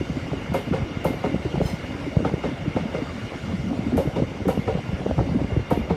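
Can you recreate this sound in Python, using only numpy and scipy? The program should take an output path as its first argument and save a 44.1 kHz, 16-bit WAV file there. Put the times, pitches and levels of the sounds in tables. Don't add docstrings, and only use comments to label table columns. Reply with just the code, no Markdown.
import sys
import numpy as np
from scipy import signal
from scipy.fft import rfft, irfft
from scipy.io import wavfile
from scipy.ndimage import uniform_filter1d

SR = 44100
rng = np.random.default_rng(int(sys.argv[2]) if len(sys.argv) > 2 else 0)


def pcm_store(signal):
    levels = np.round(np.clip(np.atleast_2d(signal), -1, 1) * 32767)
    wavfile.write(sys.argv[1], SR, levels.astype(np.int16).T)


def convert_level_to_amplitude(level_db):
    exponent = np.asarray(level_db, float) / 20
    return 10 ** exponent


N = 262835

# (pitch_hz, width_hz, level_db)
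WHEEL_MODES = [(1424, 51, -6), (2130, 130, -2), (2826, 76, -4.5), (3614, 73, -13), (4720, 60, -16),
               (5680, 140, -18.5)]
# (start_s, peak_db, upper_rail_modes_db, wheel_crack_db,
# lean_db from the second mode to the lowest)
JOINT_CLANKS = [(0.544, -15.5, -3.5, -11.5, -12), (0.737, -17, -5.5, -11.5, -11.5),
                (1.052, -12.5, -6.5, -15, -15.5), (1.241, -17.5, -2.5, -12, -8),
                (1.603, -15, -20, -37, -8.5), (2.25, -19.5, 0.5, -11, -5), (2.439, -20.5, -10, -9.5, -7.5),
                (2.764, -23.5, -5, -7.5, -13), (2.944, -19, -13, -13, -10.5), (3.978, -14, -6, -16, -16),
                (4.163, -19.5, -6.5, -11, -12), (4.486, -14.5, -4.5, -16.5, -25),
                (4.678, -17, -5.5, -16, -9), (5.181, -23.5, -1, -26, -15), (5.712, -16.5, 0, -12.5, 0.5),
                (5.902, -17.5, -4.5, -13.5, 8)]


def evened(x):
    return x / np.sqrt(np.mean(x ** 2) + 1e-20)


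def read(points, hz):
    f, value = np.transpose(points)
    return np.interp(np.log(hz + 1), np.log(f + 1), value)


def add(mix, s, sound):
    at = round(s * SR)
    part = mix[max(at, 0):][:len(sound) + min(at, 0)]
    part += sound[max(-at, 0):][:len(part)]


def colour(x, points):
    gain = convert_level_to_amplitude(read(points, np.fft.rfftfreq(len(x), 1 / SR)))
    return evened(irfft(rfft(x) * gain, len(x)))


def resonate(x, hz, width):
    turn = np.exp(2j * np.pi * np.cumsum(hz * np.ones(len(x))) / SR)
    r = np.exp(-np.pi * width / SR)
    return 2 * (turn * signal.lfilter([1 - r], [1, -r], x / turn)).real


def resonate_twice(x, hz, width):
    return evened(resonate(resonate(x, hz, width), hz, width))


def drift(seconds):
    size = int(seconds * SR)
    return evened(uniform_filter1d(uniform_filter1d(rng.standard_normal(N), size), size))


def patchy(points, patchy_db, flicker_db):
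    frames = N // 128 + 5
    a, b, patches = rng.standard_normal((frames, 257, 3)).T
    patches = evened(uniform_filter1d(uniform_filter1d(patches, size=5, axis=0), size=16, axis=1))
    flicker = evened(uniform_filter1d(rng.standard_normal(frames), size=6))
    z = (a + 1j * b) * convert_level_to_amplitude(patchy_db * patches + flicker_db * flicker)
    return colour(signal.istft(z, nperseg=512, noverlap=384)[1][:N], points)


def wheel_rings():
    rings = np.zeros(N)
    for hz, width, db in WHEEL_MODES:
        waver_db = 2.1 * drift(0.0077) + 1.2 * drift(0.043)
        pitch = hz * (1 + 0.0087 * drift(0.11))
        ring = resonate(rng.standard_normal(N), pitch, width)
        rings += convert_level_to_amplitude(db + waver_db) * evened(resonate(ring, hz, 3 * width))
    return evened(rings)


def rolling():
    # (start_s, rumble_db)
    weight = [(0, -31.5), (.55, -32.5), (.68, -32), (.86, -32.5), (2.01, -32.5), (2.36, -30), (2.56, -32.5),
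              (3.25, -32.5), (3.8, -29.5), (3.89, -30.5), (4.7, -30.5), (4.85, -33.5), (4.98, -31.5),
              (5.41, -28.5), (5.58, -32.5), (5.66, -43), (5.75, -24.5), (5.96, -35.5)]
    # (pitch_hz, level_db per Hz)
    rumble_tone = [(15, -42), (25, -7), (63, 1.5), (151, -1.5), (258, -4), (392, -14), (551, -9.5),
                   (1200, -27.5), (1560, -36), (2640, -120)]
    roar_tone = [(470, 9), (800, 3), (1910, -2), (2110, 0.5), (2570, -4), (2840, -5), (3060, -6),
                 (3800, -14), (5760, -21), (11600, -39.5), (14100, -43), (15600, -64)]
    t = np.arange(N) / SR
    rumble_db = np.interp(t, *np.transpose(weight))
    roar_db = -37.85 - 1.18 * uniform_filter1d(rumble_db + 32, size=SR // 2)
    coach_s, roof_fan_s, tail_s = 1.71, 1.75, 4.5
    hiss_db = -55 + 1.5 * np.cos(2 * np.pi * (t - roof_fan_s) / coach_s)
    hiss_db -= 2.5 * np.maximum(t - tail_s, 0)
    rumble = patchy(rumble_tone, patchy_db=1.6, flicker_db=2.6) * convert_level_to_amplitude(rumble_db - 1)
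    roar = patchy(roar_tone, patchy_db=2.0, flicker_db=-0.32)
    hiss = signal.sosfiltfilt(signal.butter(2, 4500, "high", fs=SR, output="sos"), roar)
    body = roar - hiss + convert_level_to_amplitude(-9) * wheel_rings()
    return rumble + body * convert_level_to_amplitude(roar_db) + evened(hiss) * convert_level_to_amplitude(hiss_db)


def thuds(blows):
    out, t = np.zeros(N), np.arange(-.04, .12, 1 / SR)
    for (s, db, hz, ms), (p, q) in zip(blows, rng.random((len(blows), 2))):
        spread = 0.00035 * ms
        lead = np.exp(-np.clip(t + 0.85 * spread, -.002, 1) / (.5 * spread))
        bed = np.cos(2 * np.pi * (hz * (t - 0.45 * spread * lead) + p))
        ground_db = -5.5 if hz < 200 else -6.5
        ground = convert_level_to_amplitude(ground_db) * np.cos(2 * np.pi * (0.542 * hz * t + q))
        swell = np.exp(-.5 * (t / spread / np.where(t < 0, .4, 1.35)) ** 2)
        add(out, s - .043, convert_level_to_amplitude(db) * (bed + ground) * swell)
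    return out


def bed_blows():
    # (peak_s, peak_db, pitch_hz, length_ms)
    sleepers = [(.007, -18.5, 79.6, 13), (.107, -23, 140, 43), (.323, -21.5, 139, 37),
                (.499, -23.5, 128, 45), (.721, -16, 163, 17), (.828, -18.5, 88.5, 17),
                (.975, -14, 154, 3.5), (1.456, -17.5, 115, 18), (1.548, -22, 133, 41),
                (1.657, -14, 115, 8.1), (2.173, -7.5, 143, 12), (2.683, -13.5, 136, 7.9),
                (3.233, -28, 108, 56), (3.496, -24, 164, 72), (3.599, -23, 129, 29),
                (4.079, -14.5, 124, 18), (4.204, -23, 118, 22), (4.757, -14, 151, 12), (4.79, -23, 118, 18),
                (4.895, -18, 122, 12), (4.935, -15, 148, 12), (5.19, -16, 112, 65), (5.296, -12.5, 125, 11),
                (5.319, -16, 162, 17), (5.449, -12.5, 159, 5.9), (5.527, -15, 85.5, 14),
                (5.576, -10.5, 114, 11.5), (5.606, -21, 97, 28), (5.805, -22.5, 65.4, 63),
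                (5.92, -17, 158, 37)]
    # (start_s, peak_db, pitch_hz)
    drops = [(.175, -20, 239), (.524, -16.5, 177), (.679, -23.5, 220), (1.11, -15.5, 240),
             (1.272, -18.5, 242), (1.346, -11, 215), (1.362, -13.5, 197), (1.582, -16, 156),
             (1.62, -16, 169), (1.737, -16, 172), (2.206, -24, 226), (2.342, -13, 162), (2.462, -23.5, 224),
             (2.523, -22.5, 232), (2.768, -7.5, 203), (2.812, -24, 161), (2.859, -21, 213),
             (3.026, -19, 249), (3.155, -32.5, 207), (3.542, -22, 172), (3.647, -22, 190),
             (3.67, -21.5, 184), (3.712, -35.5, 242), (3.795, -11, 186), (4.189, -18, 218),
             (4.473, -9.5, 182), (4.595, -13.5, 173), (5.068, -29, 174), (5.374, -17, 186),
             (5.797, -21.5, 211)]
    # (start_s, peak_db, pitch_hz)
    knocks = [(.015, -17, 316), (.337, -19, 375), (.869, -32, 288), (1.323, -24.5, 267), (1.464, -22, 294),
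              (1.546, -20.5, 336), (1.956, -36, 276.6), (2.08, -21.5, 268), (2.267, -22, 247),
              (2.343, -13, 350), (2.668, -24.5, 281), (2.947, -32.5, 500), (3.736, -23, 264),
              (3.881, -31, 245), (3.932, -23, 260), (3.944, -31.5, 265), (4.005, -14, 356),
              (4.06, -20, 290), (4.225, -9.5, 228), (4.46, -20, 358), (4.51, -35.5, 251), (5.065, -15, 327),
              (5.106, -27, 253), (5.216, -18, 300), (5.271, -23.5, 252), (5.352, -11, 228),
              (5.419, -18.5, 270), (5.569, -18, 300), (5.727, -8.5, 261), (5.779, -9.5, 272)]
    # (delay_s, level_db, pitch_hz, length_ms)
    joint_bed = [(0.012, -5, 155, 23.6), (0.00469, -6.5, 337, 10), (0.043, -17, 267, 37),
                 (0.1, -15.5, 136, 23)]
    # (start_s, peak_db, pitch_hz)
    far_joints = [(0.03, -26.5, 227), (0.267, -26, 680), (0.284, -28.5, 260), (0.403, -31, 527),
                  (0.449, -31, 184), (0.59, -24, 460), (1.083, -25, 227), (1.139, -24, 413),
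                  (1.295, -23, 245), (1.396, -29, 151), (1.453, -22.5, 347), (1.955, -24.5, 304),
                  (2.19, -24, 487), (2.226, -20.5, 300), (2.23, -24, 160), (2.252, -14, 484),
                  (2.297, -23, 685), (2.318, -26, 198), (2.321, -35, 458), (2.379, -26, 302),
                  (2.458, -33, 113), (2.465, -22.5, 480), (2.488, -21, 256), (2.617, -29, 150),
                  (2.765, -15.5, 205), (2.771, -18.5, 556), (2.839, -36, 487), (2.988, -28, 455),
                  (2.993, -29, 282), (3.236, -28.5, 260), (3.32, -28, 524), (3.541, -35, 186),
                  (3.618, -33, 263), (3.73, -29, 685), (3.825, -32, 263), (3.882, -35, 263),
                  (3.932, -27, 280), (3.981, -14.5, 513), (4.001, -25, 330), (4.113, -35, 491),
                  (4.2, -17, 445), (4.226, -18.5, 274), (4.317, -43, 121), (4.333, -40, 229),
                  (4.403, -33, 280), (4.49, -14, 525), (4.773, -24.5, 425), (4.89, -32, 746),
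                  (4.919, -31, 460), (5.009, -29, 105), (5.01, -38, 324), (5.017, -29, 655),
                  (5.093, -22, 213), (5.098, -23, 491), (5.191, -14, 790), (5.521, -26, 387),
                  (5.593, -23, 393), (5.717, -16, 440), (5.908, -13.5, 420), (5.91, -18.5, 800)]
    rows = list(sleepers)
    for table, cycles in ((drops, 1.56), (knocks, 1.7)):
        for s, db, hz in table:
            softer = np.exp(-0.142 * (db + 12.5))
            rows.append((s, db, hz, 1000 / hz * cycles * softer))
    for s, db, *_ in JOINT_CLANKS:
        rows += [(s + late, db + bed_db, hz, ms) for late, bed_db, hz, ms in joint_bed]
    far_late_s, far_cycles = 0.00404, 3.37
    rows += [(s + far_late_s, db, hz, 1000 / hz * far_cycles) for s, db, hz in far_joints]
    return thuds(rows)


def echoes(x):
    t = np.arange(0, .5, 1 / SR)
    hits = rng.random(len(t)) < 1500 / SR
    t60 = 0.17
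    taps = rng.standard_normal(len(t)) * hits * convert_level_to_amplitude(-60 * t / t60) * (t > .008)
    return signal.fftconvolve(x, taps / np.linalg.norm(taps))[:N]


def stray_blows():
    # (peak_s, peak_db, pitch_hz, length_ms)
    strays = [(.073, -38, 1250, 5), (.203, -34, 1280, 5), (.267, -36, 780, 5.2), (.32, -31, 740, 6),
              (.338, -23.5, 268, 18), (.465, -35, 1300, 5), (.569, -24, 268, 12), (.716, -15.5, 247, 12),
              (.728, -33, 1190, 5), (.733, -19.5, 330, 8), (.977, -38, 1150, 6), (1.086, -36, 1250, 6),
              (1.264, -31, 1250, 6), (1.545, -33, 786, 7.6), (1.584, -25, 447, 8), (1.883, -40, 1300, 5),
              (2.069, -24, 330, 4.1), (2.297, -32, 800, 7), (2.757, -21, 208, 9.7), (2.858, -23, 160, 14),
              (2.954, -32, 1200, 8), (3.713, -36, 710, 15), (3.96, -24, 450, 11), (3.97, -22, 85, 24),
              (4.462, -34, 746, 9.1), (4.482, -15, 267, 9.5), (4.578, -20.5, 260, 8),
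              (4.581, -20, 153, 9.9), (4.843, -39, 1300, 5.6), (4.938, -23, 80, 28), (5.12, -21, 75, 35),
              (5.188, -14, 262, 7.2), (5.209, -34, 1250, 6), (5.342, -24, 170, 14), (5.738, -28, 457, 9),
              (5.777, -29, 150, 14), (.56, -20, 170, 10), (.549, -22, 890, 6.4), (1.61, -22, 320, 14),
              (1.066, -33, 1090, 10), (2.03, -30, 70, 35), (3.36, -31.5, 257, 28), (4.79, -31, 700, 6),
              (5.6, -27, 220, 18), (5.72, -22, 420, 11), (5.715, -24, 880, 11), (4.167, -29, 650, 6),
              (1.058, -29, 940, 7.1)]
    return thuds(strays)


def raps():
    # (start_s, peak_db, pitch_hz)
    edges = [(0.333, -18, 490), (0.521, -23, 700), (1.345, -16.5, 470), (1.45, -25, 398), (1.556, -19, 690),
             (1.58, -22, 560), (1.614, -10.5, 580), (2.167, -13, 472), (2.203, -14.5, 460),
             (2.454, -17, 484), (3.709, -23, 640), (3.921, -22, 613), (4.074, -15, 430), (4.224, -12, 442),
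             (4.455, -19, 430), (4.574, -14, 450), (4.752, -17.5, 433), (4.789, -23.5, 660),
             (5.064, -10, 480), (5.085, -34, 457), (5.11, -10.5, 550), (5.19, -20, 860), (5.209, -20, 595),
             (5.413, -26, 526), (5.443, -20, 476), (5.521, -25, 410), (5.563, -19.5, 507)]
    out, t = np.zeros(N), np.arange(0, .03, 1 / SR)
    for (s, db, hz), p in zip(edges, rng.random(len(edges))):
        turns = hz * (t - 0.00032 * np.exp(-t / 0.0018)) + p
        shape = (1 - np.exp(-t / 0.0015)) * np.exp(-t / 0.0017)
        add(out, s + 0.00069, convert_level_to_amplitude(db + 9.0) * np.cos(2 * np.pi * turns) * shape)
    return out


def sizzles():
    # (start_s, peak_db, brightness_db an octave)
    strikes = [(.538, -35.5, -1), (0.74, -40, -10.5), (1.043, -35, 4), (1.243, -48, -6), (2.243, -58, -14),
               (2.448, -47, -17), (2.75, -52, -12), (2.95, -57, -12), (3.969, -34, -2), (4.16, -40, -11),
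               (4.479, -33.5, -2), (4.681, -44, -10), (5.704, -39.5, 3), (5.907, -54, -12)]
    # (pitch_hz, level_db per Hz)
    sizzle_tone = [(2350, -1), (4000, -8), (4690, -4), (5890, -7), (7780, -7), (8430, -5.5), (9880, -6.5),
                   (11600, -1), (15000, -12), (15600, -16)]
    # (pitch_hz, width_hz, level_db)
    end_modes = [(6400, 60, -8), (6380, 35, -3), (6850, 80, -1), (7290, 85, -3), (8000, 42, -4),
                 (8510, 44, 1), (9350, 48, 5), (10600, 150, -6), (11300, 55, -6), (11560, 420, -2),
                 (12600, 130, -3), (13200, 33, -6), (13700, 35, -8), (14700, 100, -7)]
    out, t = np.zeros(N), np.arange(0, .5, 1 / SR)
    t60 = 0.43
    for s, db, tilt_db in strikes:
        tone = [(hz, level + tilt_db * np.log2(hz / 8000)) for hz, level in sizzle_tone]
        tick = 1 + 0.82 * np.exp(-t / 0.0023) + 0.47 * np.exp(-t / 0.046)
        grain = convert_level_to_amplitude(1.1 * evened(uniform_filter1d(rng.standard_normal(len(t)), size=60)))
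        shake = rng.standard_normal(len(t))
        modes = sum(convert_level_to_amplitude(mode_db / 2) * evened(resonate(shake, hz, width))
                    for hz, width, mode_db in end_modes)
        fizz = colour(shake + convert_level_to_amplitude(-3) * evened(modes), tone)
        shape = convert_level_to_amplitude(db - 11.5 - 60 * t / t60) * (1 - np.exp(-t / 0.00043))
        add(out, s, tick * grain * fizz * shape)
    return out


def cracks():
    # (start_s, low_crack_peak_db, high_crack_peak_db)
    flares = [(0.5422, -21, -28), (0.7318, -24, -39), (1.0475, -25, -36), (1.2336, -31, -35),
              (2.2467, -19, -35), (2.4354, -25.5, -40), (2.7604, -26, -42), (2.9454, -35, -36),
              (3.9709, -35, -34), (4.1624, -46, -39), (4.4822, -25, -40), (4.6774, -26, -41),
              (5.7048, -27, -37), (5.898, -31, -34)]
    out, t = np.zeros(N), np.arange(0, .1, 1 / SR)
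    rise_s, t60 = 0.0018, 0.065
    for s, low_db, high_db in flares:
        shake = rng.standard_normal(len(t))
        low = convert_level_to_amplitude(low_db - 6) * resonate_twice(shake, 1330, 290)
        high = convert_level_to_amplitude(high_db - 6) * resonate_twice(shake, 2200, 800)
        add(out, s - .002, (low + high) * convert_level_to_amplitude(-60 * t / t60) * (1 - np.exp(-t / rise_s)))
    return out


def clanks():
    # (pitch_hz, level_db, t60_s)
    rail_modes = [(441.4, -3.5, 0.079), (543, 2.5, 0.04), (618.6, -12.5, 0.092), (750.7, 3, 0.046),
                  (870, 3, 0.017), (949, -2, 0.052), (1217, -10, 0.028), (1336, -6, 0.025),
                  (1710, -29, 0.0096), (1935, -12.5, 0.024), (2370, -16, 0.038)]
    grit_tone = [(900, 4.0), (1500, -2.0), (2400, -5.5), (3000, -6.5), (6000, -18.5),
                 (10000, -30.0), (15000, -56)]
    out, t = np.zeros(N), np.arange(0, .25, 1 / SR)
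    for s, db, upper_db, crack_db, lean_db in JOINT_CLANKS:
        blow = 0.035 * rng.standard_normal(len(t)) * np.exp(-t / 0.029)
        blow[0] = 1
        blow[round(.0115 * SR)] = 0.12
        blow[round(.024 * SR)] = 0.081
        for band_db, modes in ((0, rail_modes[:3]), (upper_db, rail_modes[3:])):
            ring = np.zeros(len(t))
            for hz, mode_db, t60 in modes:
                age = np.maximum(t - 0.008574 * np.sqrt(450 / hz), 0)
                mode_db += (1.3 * lean_db + 11) * (hz < 500)
                hz = hz * rng.uniform(0.911, 1.017)
                fall = convert_level_to_amplitude(mode_db + 0.77 * rng.standard_normal() - 60 * age / t60)
                ring += fall * np.sin(2 * np.pi * hz * age) * (1 - np.exp(-age / 0.0027))
            ring = signal.fftconvolve(ring, blow)[:len(t)]
            add(out, s - .0085, convert_level_to_amplitude(db + band_db) * ring / abs(ring).max())
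        grit = colour(rng.standard_normal(len(t)), grit_tone)
        grit += sum(convert_level_to_amplitude(w_db - 22) * evened(resonate(grit, hz, 90)) for hz, _, w_db in WHEEL_MODES[2:4])
        shape = convert_level_to_amplitude(db + crack_db + 0.5 - 60 * t / 0.29) * (1 - np.exp(-t / 0.016))
        add(out, s - .011, evened(grit) * shape)
    return out


def sings():
    # (start_s, peak_db, t60_s)
    notes_sung = [(.55, -36.5, 0.26), (.745, -47, .2), (1.068, -33.5, 0.23), (1.235, -39, 0.15),
                  (1.69, -49, 0.46), (2.277, -35, 0.11), (2.459, -36, .1), (2.77, -45, 0.22),
                  (2.95, -38.5, 0.17), (3.98, -44, 0.18), (4.69, -47, 0.16), (5.465, -44.5, 0.37),
                  (5.63, -49, .3), (5.895, -38, 0.21)]
    out, t = np.zeros(N), np.arange(0, .3, 1 / SR)
    for s, db, t60 in notes_sung:
        hz = 2110 * rng.uniform(.99, 1.01)
        rough = evened(resonate(rng.standard_normal(len(t)), hz, 60))
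        note = np.sqrt(2) * np.sin(2 * np.pi * hz * t) + 0.48 * rough
        add(out, s, convert_level_to_amplitude(db - 60 * t / t60) * note * (1 - np.exp(-t / 0.0015)))
    return out


def squeak():
    # (start_s, level_db, slip_rate_hz)
    slips = [
        (1.61, -62, 1014),
        (1.63, -51, 1033),
        (1.65, -49, 1045),
        (1.665, -40, 1029),
        (1.682, -43.5, 1036),
        (1.7, -44, 1042),
        (1.725, -49, 1030),
        (1.75, -54, 1050),
        (1.79, -62, 1070),
    ]
    # (pitch_hz, level_db per Hz)
    squeak_tone = [(2500, -30), (3100, -1), (4200, 1), (5250, 1), (6300, -2), (8300, -8), (11000, -9),
                   (15000, -15), (15700, -19)]
    s, db, hz = np.transpose(slips)
    t = np.arange(s[0], s[-1], 1 / SR)
    rate_hz, scrape = np.interp(t, s, hz), rng.standard_normal(len(t))
    bands, tones = np.zeros(len(t)), np.zeros(len(t))
    for k in range(3, 15):
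        level = convert_level_to_amplitude(2.5 * drift(.006)[:len(t)])
        bands += level * resonate_twice(scrape, k * rate_hz, 11 * k ** 2)
    jitter = .007 * evened(uniform_filter1d(scrape, size=90))
    turns = np.cumsum(rate_hz * (1 + jitter)) / SR
    for k in range(3, 10):
        level = convert_level_to_amplitude(2.5 * drift(.008)[:len(t)])
        tones += level * np.cos(2 * np.pi * k * turns + k ** 2)
    voice = evened(evened(bands) + .6 * evened(tones))
    out = np.zeros(N)
    add(out, s[0], convert_level_to_amplitude(np.interp(t, s, db)) * colour(voice + 0.45 * scrape, squeak_tone))
    return out


def drones():
    # (start_s, length_s, level_db, pitch_hz)
    stretches = [
        (1.82, 0.2, -35.5, 260),
        (3.42, 0.2, -34.5, 187),
        (3.691, 0.034, -21, 252),
        (3.859, 0.037, -21.5, 253),
        (3.916, 0.066, -20.5, 254.5),
        (5.26, 0.035, -28, 250),
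        (5.336, 0.032, -20, 250),
    ]
    out, t = np.zeros(N), np.arange(SR // 2) / SR
    for s, length, db, hz in stretches:
        note = resonate_twice(rng.standard_normal(SR // 2), hz, 53)
        swell = np.sqrt(np.clip(np.sin(np.pi * np.minimum(t / length, 1)), 0, 1))
        add(out, s, convert_level_to_amplitude(db) * note * swell)
    return out


def scene():
    blows = bed_blows() + raps() + clanks()
    train = rolling() + blows + convert_level_to_amplitude(-17.5) * echoes(blows) + stray_blows()
    return (train + sizzles() + cracks() + sings() + squeak() + drones())[None]


def low_pass(x):
    return signal.sosfilt(signal.butter(12, 15720, fs=SR, output="sos"), x)


def record(dry):
    heard = signal.sosfilt(signal.butter(3, 52, "high", fs=SR, output="sos"), dry)
    ceiling = 0.58
    heard = heard / (1 + abs(heard / ceiling) ** 4) ** .25
    return low_pass(heard)


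dry = scene()
out = record(dry)
pcm_store(out)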